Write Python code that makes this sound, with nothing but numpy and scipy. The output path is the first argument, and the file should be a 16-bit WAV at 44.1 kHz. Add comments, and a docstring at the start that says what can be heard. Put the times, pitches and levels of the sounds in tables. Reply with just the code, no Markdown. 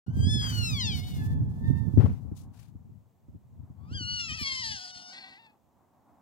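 """In an open field a deer at a wire fence whines, its nose almost on a hand-held phone. Its vocal folds
give a squeal that sinks and fades with a little rasp; a whimper follows. Near 2 s the case takes its
hardest bump, and the deer puffs and sniffs through its nostrils. At 3.8 s a second whine begins, splits
into half-pitch lines and rasp as it falls, and leads to another whimper. Along the way air buffets and
hisses over the two microphone ports and soft knocks ring the case, above a faint, distant wash."""
import sys
import numpy as np
from scipy import signal
from scipy.fft import rfft, irfft, next_fast_len
from scipy.io import wavfile
from scipy.ndimage import uniform_filter1d, minimum_filter1d, map_coordinates

SR = 44100
rng = np.random.default_rng(int(sys.argv[2]) if len(sys.argv) > 2 else 0)


def put_to_file(sound):
    """Save the sound as 16-bit audio at rate SR, in the file named by the first command-line argument."""
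    columns = np.atleast_2d(sound).T  # one column per channel
    safe = np.clip(columns, -1, 1)
    whole_steps = np.round(safe * 32767)
    wavfile.write(sys.argv[1], SR, whole_steps.astype(np.int16))


N = 273861
T = np.arange(N) / SR


def undb(db):
    """Decibels to amplitude ratio."""
    return 10 ** (np.asarray(db) / 20)


def unit(x):
    """Normalisation to rms 1."""
    return x / np.sqrt(np.mean(x ** 2))


def curves(table):
    """Linear interpolation of a timed table's columns, one value a sample."""
    s, *columns = np.transpose(table)
    return [np.interp(T, s, c) for c in columns]


def colour_db(points, hz):
    """Interpolation of a spectrum on a log-frequency axis."""
    f, db = np.transpose(points)
    return np.interp(np.log(np.maximum(hz, 1)), np.log(f), db)


def shape(x, *spectra):
    """Filters in cascade: their decibels add. The result has rms 1."""
    size = next_fast_len(N)
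    db = sum(colour_db(points, np.fft.rfftfreq(size, 1 / SR)) for points in spectra)
    return unit(irfft(rfft(x, size) * undb(db), size)[:N])


def port_noise(points):
    """Coloured noise, incoherent between the two ports."""
    return np.array([shape(rng.standard_normal(N), points) for _ in range(2)])


def walk(rate, t=T):
    """Random modulation of rms 1, with rate new values a second."""
    values = rng.standard_normal(SR // 4)
    return unit(np.interp(t * rate, np.arange(len(values)), values))


def pan(db):
    """Left and right gains for a level difference."""
    return undb(np.array([db, -db]).reshape(2, -1) / 2)


def swell(s, rise, fall):
    """A triangular envelope of height 1."""
    return np.interp(T, [s, s + rise, s + rise + fall], [0, 1, 0])


def field(bed_db=-71, incoherent_db=-6, waver_db=2):
    """Partial coherence: a distant, wavering wash, mostly alike at both ports, over a steady bed."""
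    # Spectra of the open-country bed and the wash. Each row: frequency in Hz, relative level in dB.
    bed_colour = [(40, -9), (100, -3), (200, 0), (450, -6), (900, -7), (1500, -22), (2500, -25.5),
                  (5000, -30), (7300, -26.5), (10000, -33), (15000, -26)]
    wash_colour = [(100, -12.5), (250, -1), (450, -17), (780, -3), (1050, -9), (1400, -19.5), (2000, -28),
                   (3000, -44), (8000, -44.5)]
    # Course of the wash. Each row: time in seconds, level in dB.
    wash_levels = [(0, -65), (2.5, -68), (3.2, -91), (3.8, -69), (5.2, -61.5), (5.55, -70), (5.8, -71.5),
                   (6.05, -65.5), (6.2, -62.5)]
    db, = curves(wash_levels)
    wash = shape(rng.standard_normal(N), wash_colour) + undb(incoherent_db) * port_noise(wash_colour)
    bed = shape(rng.standard_normal(N), bed_colour) + port_noise(bed_colour)
    return unit(wash) * undb(db + waver_db * walk(20)) + unit(bed) * undb(bed_db)


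def buffet(gain_db=-1, gusts_per_s=10, gust_db=2.5, eddy_db=2):
    """Turbulent pressure: gusts reach both ports together, eddies rumble on each separately."""
    # Wind on the ports. Each row: time in seconds, left and right relative levels in dB.
    wind_levels = [(0.06, -37.5, -36), (0.22, -25.5, -19.5), (0.5, -30.5, -24), (0.8, -29.5, -26.5),
                   (1.6, -27.5, -26.5), (1.94, -46, -23.5), (1.98, -18, -21.5), (2.11, -28.5, -25.5),
                   (2.17, -32.5, -46), (2.42, -36, -34.5), (2.55, -41.5, -53.5), (2.95, -50, -56),
                   (3.19, -64, -65), (3.33, -54.5, -50.5), (3.75, -45, -54), (4.0, -39.5, -43.5),
                   (4.74, -46, -49.5), (4.88, -79, -70)]
    # Its spectrum. Each row: frequency in Hz, relative level in dB.
    wind_colour = [(15, -51), (30, -34.5), (45, -5.5), (62, -7.5), (80, 1), (105, 2), (130, -1),
                   (165, -6.5), (250, -12), (320, -25.5), (420, -30.5), (600, -40.5), (1000, -45.5),
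                   (2000, -85)]
    turbulence = undb(gust_db * walk(gusts_per_s) + eddy_db * np.array([walk(45), walk(50)]))
    return unit(port_noise(wind_colour) * turbulence) * undb(np.array(curves(wind_levels)) + gain_db)


def hiss(gain_db=8.5, flutter_db=2):
    """Flow noise: air from the muzzle grazes the ports."""
    # Each row: start, rise and fall in seconds, relative level in dB, left minus right in dB.
    breaths = [(0.12, 0.055, 0.12, -70, -6), (0.26, 0.13, 0.25, -69, -5), (0.42, 0.095, 0.34, -54.5, 3.5),
               (0.6, 0.23, 0.49, -69, 7), (0.923, .05, 0.05, -58.5, 10), (1.0, .11, 0.14, -63, -2.5),
               (1.19, 0.066, 0.1, -67, -3), (1.639, 0.046, 0.054, -73, -3), (0.9, 1, 0.54, -78.5, 3.5),
               (1.971, 0.051, 0.18, -84.5, 7)]
    # Their spectrum. Each row: frequency in Hz, relative level in dB.
    breath_colour = [(500, 2), (1500, -1.5), (3000, -0.5), (6000, 1), (9000, -2.5), (12000, -0.5),
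                     (15500, -2)]
    flow = sum(swell(s, rise, fall) * undb(db) * pan(pan_db) for s, rise, fall, db, pan_db in breaths)
    return port_noise(breath_colour) * flow * undb(gain_db + flutter_db * walk(60))


def thumps(gain_db=-4, push_s=0.0028, detune=0.17):
    """Damped free vibration: soft knocks ring the low modes of the phone in the hand."""
    # Each row: start in seconds, relative peak in dB, left minus right in dB.
    knocks = [(0.08, -20, -10), (0.169, -16.5, 11), (0.268, -11.5, -12.5), (1.19, -32, 13), (1.7, -18, -27),
              (1.873, -23.5, -31), (1.937, -19.5, -19), (1.974, -1, 29), (2.038, -13, 23),
              (2.315, -18, 3.5), (2.454, -36.5, -3.5), (2.749, -29.5, 3), (2.89, -35, 3.5),
              (3.283, -36.5, 8.5), (3.346, -29.5, 4.5), (3.631, -35, -3), (3.699, -30.5, -1),
              (3.913, -23, -1), (3.945, -26.5, -5), (4.005, -26, 7), (4.316, -31, -6.5), (4.412, -24, -4),
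              (4.522, -34.5, 12), (4.593, -37, 7), (4.74, -43, -5), (4.957, -46.5, 6)]
    # Each row: mean frequency in Hz, relative level in dB, time to decay by 60 dB in seconds.
    case_modes = [(108, 1.5, 0.072), (143, -8, 0.089), (227.4, 2, 0.0363), (345, -24.5, 0.11)]
    hz, mode_db, t60 = np.transpose(case_modes)[:, :, None]
    out, t = np.zeros((2, N)), T[:SR // 5]
    decay = undb(mode_db) * np.exp(-np.log(1000) * t / t60)
    for s, db, pan_db in knocks:
        detuned_hz = hz * (1 + detune * rng.standard_normal((2, len(case_modes), 1)))
        ring = (decay * np.sin(2 * np.pi * detuned_hz * t)).sum(1)
        ring *= (1 - np.exp(-t / push_s)) ** 2
        start = int(s * SR)
        out[:, start:start + len(t)] += ring / np.abs(ring).max() * undb(db + gain_db) * pan(pan_db)
    return out


def puffs(flutter_db=2):
    """Jet noise: short, fluttering jets from the nostrils, each with one broad resonance."""
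    # Each row: start, rise and fall in seconds, level in dB, centre and width in Hz,
    # left minus right in dB.
    jets = [(0.405, 0.013, 0.25, -49, 1160, 1900, 5.5), (1.973, .008, 0.14, -39.5, 390, 565, 16.5),
            (1.98, 0.078, 0.16, -61.5, 1100, 2210, 9.5), (2.346, 0.03, 0.094, -61.5, 6000, 11300, 12.5),
            (2.518, 0.075, 0.13, -64, 2510, 10800, 9), (4.385, 0.022, 0.06, -55, 11500, 12000, -4)]
    out, f = np.zeros((2, N)), np.fft.rfftfreq(N, 1 / SR) + 1
    for s, rise, fall, db, hz, width, pan_db in jets:
        resonance = 1 / (1 + 1j * (f - hz ** 2 / f) / width) ** 2
        jet = unit(irfft(rfft(rng.standard_normal((2, N))) * resonance, N))
        out += jet * swell(s, rise, fall) * undb(db + flutter_db * walk(130)) * pan(pan_db)
    return out


def scatter(x, t60=0.47, wet_db=-24):
    """Scattering: ground and trees send back a faint tail that decays exponentially."""
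    t = T[:SR // 2]
    tail = rng.standard_normal((2, len(t))) * np.exp(-np.log(1000) * t / t60) * (t > .006)
    tail /= np.sqrt((tail ** 2).sum(1, keepdims=True))
    return undb(wet_db) * signal.fftconvolve(x, tail, axes=1)[:, :N]


def breaks(clean_half_db=-32, clean_rasp_db=-29, edge_s=0.014):
    """Period doubling and chaos: the relative amplitudes of half-pitch lines and of rasp over time."""
    # Each row: start and length in seconds, half-pitch lines and rasp in dB relative to the voice.
    voice_breaks = [(0.062, .12, -27, -9), (0.26, 0.17, -19, -28), (0.493, .035, -22, -11.5),
                    (0.754, 0.29, -39, -25.5), (0.984, .2, -27, -15), (3.808, .13, -22.5, -9),
                    (4.093, 0.1053, -31, -30.5), (4.193, 0.0837, -12, -23), (4.287, 0.064, 4, -6.5),
                    (4.34, 0.041, -15, -15), (4.373, .06, 3.5, -4.5), (4.43, .195, -10, -16.5),
                    (4.637, 0.15, -1.5, -10.5), (4.792, 0.12, -3, -6), (4.943, 0.1, -15, -12.5),
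                    (5.133, 0.245, 1.5, -4), (5.38, 0.1367, -26, -14)]
    half, rasp = undb(clean_half_db), undb(clean_rasp_db)
    for s, length, half_db, rasp_db in voice_breaks:
        held = np.clip(.5 + np.minimum(T - s, s + length - T) / edge_s, 0, 1)
        half, rasp = half + held * undb(half_db), rasp + held * undb(rasp_db)
    return half, rasp


def whine(contour, voice, throat, lag_ms, pan_db, jitter=0.0051, rough_jitter=0.011, crack=.022,
          shimmer_db=0.95, stutter_db=1.45, flare_db=4.0, rasp_flicker_db=2):
    """Source and filter: vocal folds pulse through the throat; unequal cycles add half-pitch lines."""
    full_db, squeal_hz = -28, 1550  # the reference: a full squeal
    hz, db = curves(contour)
    first_db, second_db, second_rise, upper_db, tilt_start, tilt_end = voice
    start, end = contour[0][0], contour[-1][0]
    tilt = np.interp(T, [start, end], [tilt_start, tilt_end])
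    gate = np.clip(1 + np.minimum(T - start, end - T) / 0.058, 0, 1)
    on = gate > 0
    # In a break the upper partials give way to half-pitch lines and rasp.
    half, rasp = breaks()
    strength = undb(db) / np.sqrt(1 + half ** 2 + rasp ** 2)
    # A rough voice has uneven cycles, and its pitch cracks in small steps.
    roughness = np.minimum(rasp, 1)
    wobble = jitter * walk(130) + roughness * (rough_jitter * walk(700) + crack * np.tanh(4 * walk(45)))
    phase = 2 * np.pi * np.cumsum(hz * (1 + wobble)) / SR

    def pulses(multiples):
        """Superposition: partials in phase, weighted by the throat, form pulses of power 1."""
        f = multiples[:, None] * hz[on]
        partial_db = colour_db(throat, f) + tilt[on] * np.log2(np.minimum(f, 10000) / 4000)
        # The pulse shape keeps changing, so single partials flare and fade.
        partial_db += flare_db * (.5 + roughness[on]) * np.array([walk(35, T[on]) for _ in multiples])
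        gain = undb(partial_db) * np.clip((14000 - f) / 4000, 0, 1)
        out = np.zeros(N)
        out[on] = (gain * np.cos(multiples[:, None] * phase[on])).sum(0) / np.sqrt((gain ** 2).sum(0) / 2)
        return out

    # The folds' smooth swing gives the two lowest harmonics, their snapping shut the rest.
    octaves = np.log2(hz / squeal_hz)
    first = undb(first_db + 0.38 * (db - full_db) + 6.5 * octaves)
    second = undb(db + second_db + second_rise * octaves)
    swing = np.sqrt(2) * (first * np.cos(phase) + second * np.cos(2 * phase))
    snap = undb(upper_db) * pulses(np.arange(3, 15)) + half * pulses(np.arange(1.5, 13))
    shimmer = undb((shimmer_db + stutter_db * roughness) * walk(90))
    tone = (swing + strength * snap) * shimmer
    # Air escapes once a cycle. Each row of its spectrum: frequency in Hz, relative level in dB.
    rasp_colour = [(1000, 0), (2200, -7), (3200, -9), (4500, -6.5), (6000, -5.5), (8000, 11.5), (14000, 5)]
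    air = shape(rng.standard_normal(N) * (1 + np.cos(phase)), rasp_colour, throat)
    left = gate * (tone + air * strength * rasp * undb(rasp_flicker_db * walk(200)))
    right = map_coordinates(left, [np.arange(N) - lag_ms * SR / 1000], order=3)
    return np.array([left, right]) * pan(pan_db)


def deer():
    """Phonation in four phrases: whine, whimper, whine, whimper."""
    # One contour a phrase. Each row: time in seconds, pitch in Hz, nominal level in dB.
    contours = [
        [(0.08, 1458, -72), (0.14, 1560, -75.5), (0.19, 1590, -57), (0.25, 1613, -42.5), (0.31, 1733, -38.5),
         (0.45, 1644, -37), (0.53, 1499, -41), (0.59, 1449, -36.5), (0.68, 1328, -31), (0.72, 1245, -39),
         (0.815, 1020, -29), (0.84, 945, -29.5), (0.93, 772, -32.5), (1.01, 715, -46), (1.09, 748, -49.5),
         (1.19, 705, -54)],
        [(1.225, 857, -49.5), (1.32, 884, -54), (1.42, 834, -70), (1.59, 873, -68.5), (1.625, 900, -61.5),
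         (1.65, 903, -49.5), (1.8, 906, -54.5), (1.93, 876, -66.5)],
        [(3.8, 1095, -86.5), (3.87, 1172, -74.5), (3.91, 1351, -62), (3.95, 1643, -43), (4.0, 1488, -39),
         (4.06, 1437, -39), (4.11, 1469, -32), (4.16, 1466, -33), (4.275, 1322, -37.5), (4.315, 1202, -38),
         (4.36, 1316, -40.5), (4.45, 1104, -32.5), (4.52, 1065, -31.5), (4.615, 1019, -34.5),
         (4.64, 935, -34.5), (4.72, 846, -35), (4.8, 734, -42), (4.92, 731, -45.0), (5.1, 725, -46.5)],
        [(5.13, 762, -44), (5.21, 782.4, -47.5), (5.37, 770, -53.5), (5.395, 923, -55.5), (5.45, 910, -56.5),
         (5.49, 853, -62)],
    ]
    # Each row, one a phrase: fundamental of a full squeal in dB, second harmonic in relative dB, its
    # rise with pitch in dB per octave, upper harmonics in relative dB, tilt at start and end in dB
    # per octave.
    voices = [(-47.5, -2, 26, -3, 24, -8.5), (-44, -0.29, 2.9, -14, -4.5, 2.5), (-47, -1.5, 10, -4, -2, 10),
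              (-48, -4, 9, -6, 8, -23)]
    # Resonances of throat and nose, one set a phrase. Each row: frequency in Hz, relative gain in dB.
    throats = [
        [(1200, -46), (1900, -2.5), (2400, -6), (2900, -2.5), (3300, 11.5), (3800, 1.5), (4400, 1), (5000, 2),
         (5600, -12.5), (6300, -10), (7000, -19), (8000, -25), (9500, -34.5), (12000, -38.5)],
        [(1800, 20), (2700, -19), (3550, -2), (4500, -15), (5400, -28.5), (9000, -30)],
        [(1200, -29), (1900, 0), (2400, -10), (2900, 2), (3300, 3.5), (3800, -8.5), (4400, 2), (5000, 0.5),
         (5600, -5.5), (6300, -10.5), (7000, -19), (8000, -28.5), (9500, -29.5), (12000, -42)],
        [(1200, -24), (1950, 5.5), (2500, 3), (3200, -1.5), (4300, 3.5), (4900, -2), (5700, -14.5), (8000, -28),
         (12000, -76)],
    ]
    # Muzzle position in each phrase. Each row: lag of the right port in ms, left minus right in dB.
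    places = [(0.3704, 4.5), (0.38, -0.5), (0.26, 4), (0.2, 3)]
    return sum(whine(contour, voice, throat, *place)
               for contour, voice, throat, place in zip(contours, voices, throats, places))


def scene():
    """Superposition at the ports: the deer in front, air and knocks on the phone, the field behind."""
    calls = deer()
    return calls + scatter(calls) + buffet() + hiss() + puffs() + thumps() + field()


def record(dry, start_s=0.064, low_cut_hz=56, top_hz=15800, ceiling=.82):
    """Band and peak limiting: the phone opens its input, cuts deep bass, limits peaks and cuts the top."""
    opened = dry * np.clip((T - start_s) / 0.0015, 0, 1)
    lean = signal.sosfilt(signal.butter(3, low_cut_hz, "highpass", fs=SR, output="sos"), opened)
    hold = SR // 100
    needed_gain = ceiling / np.maximum(np.abs(lean), ceiling)
    gain = uniform_filter1d(minimum_filter1d(needed_gain, hold), hold)
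    return signal.sosfilt(signal.ellip(10, .2, 80, top_hz, fs=SR, output="sos"), lean * gain)


dry = scene()
out = record(dry)
put_to_file(out)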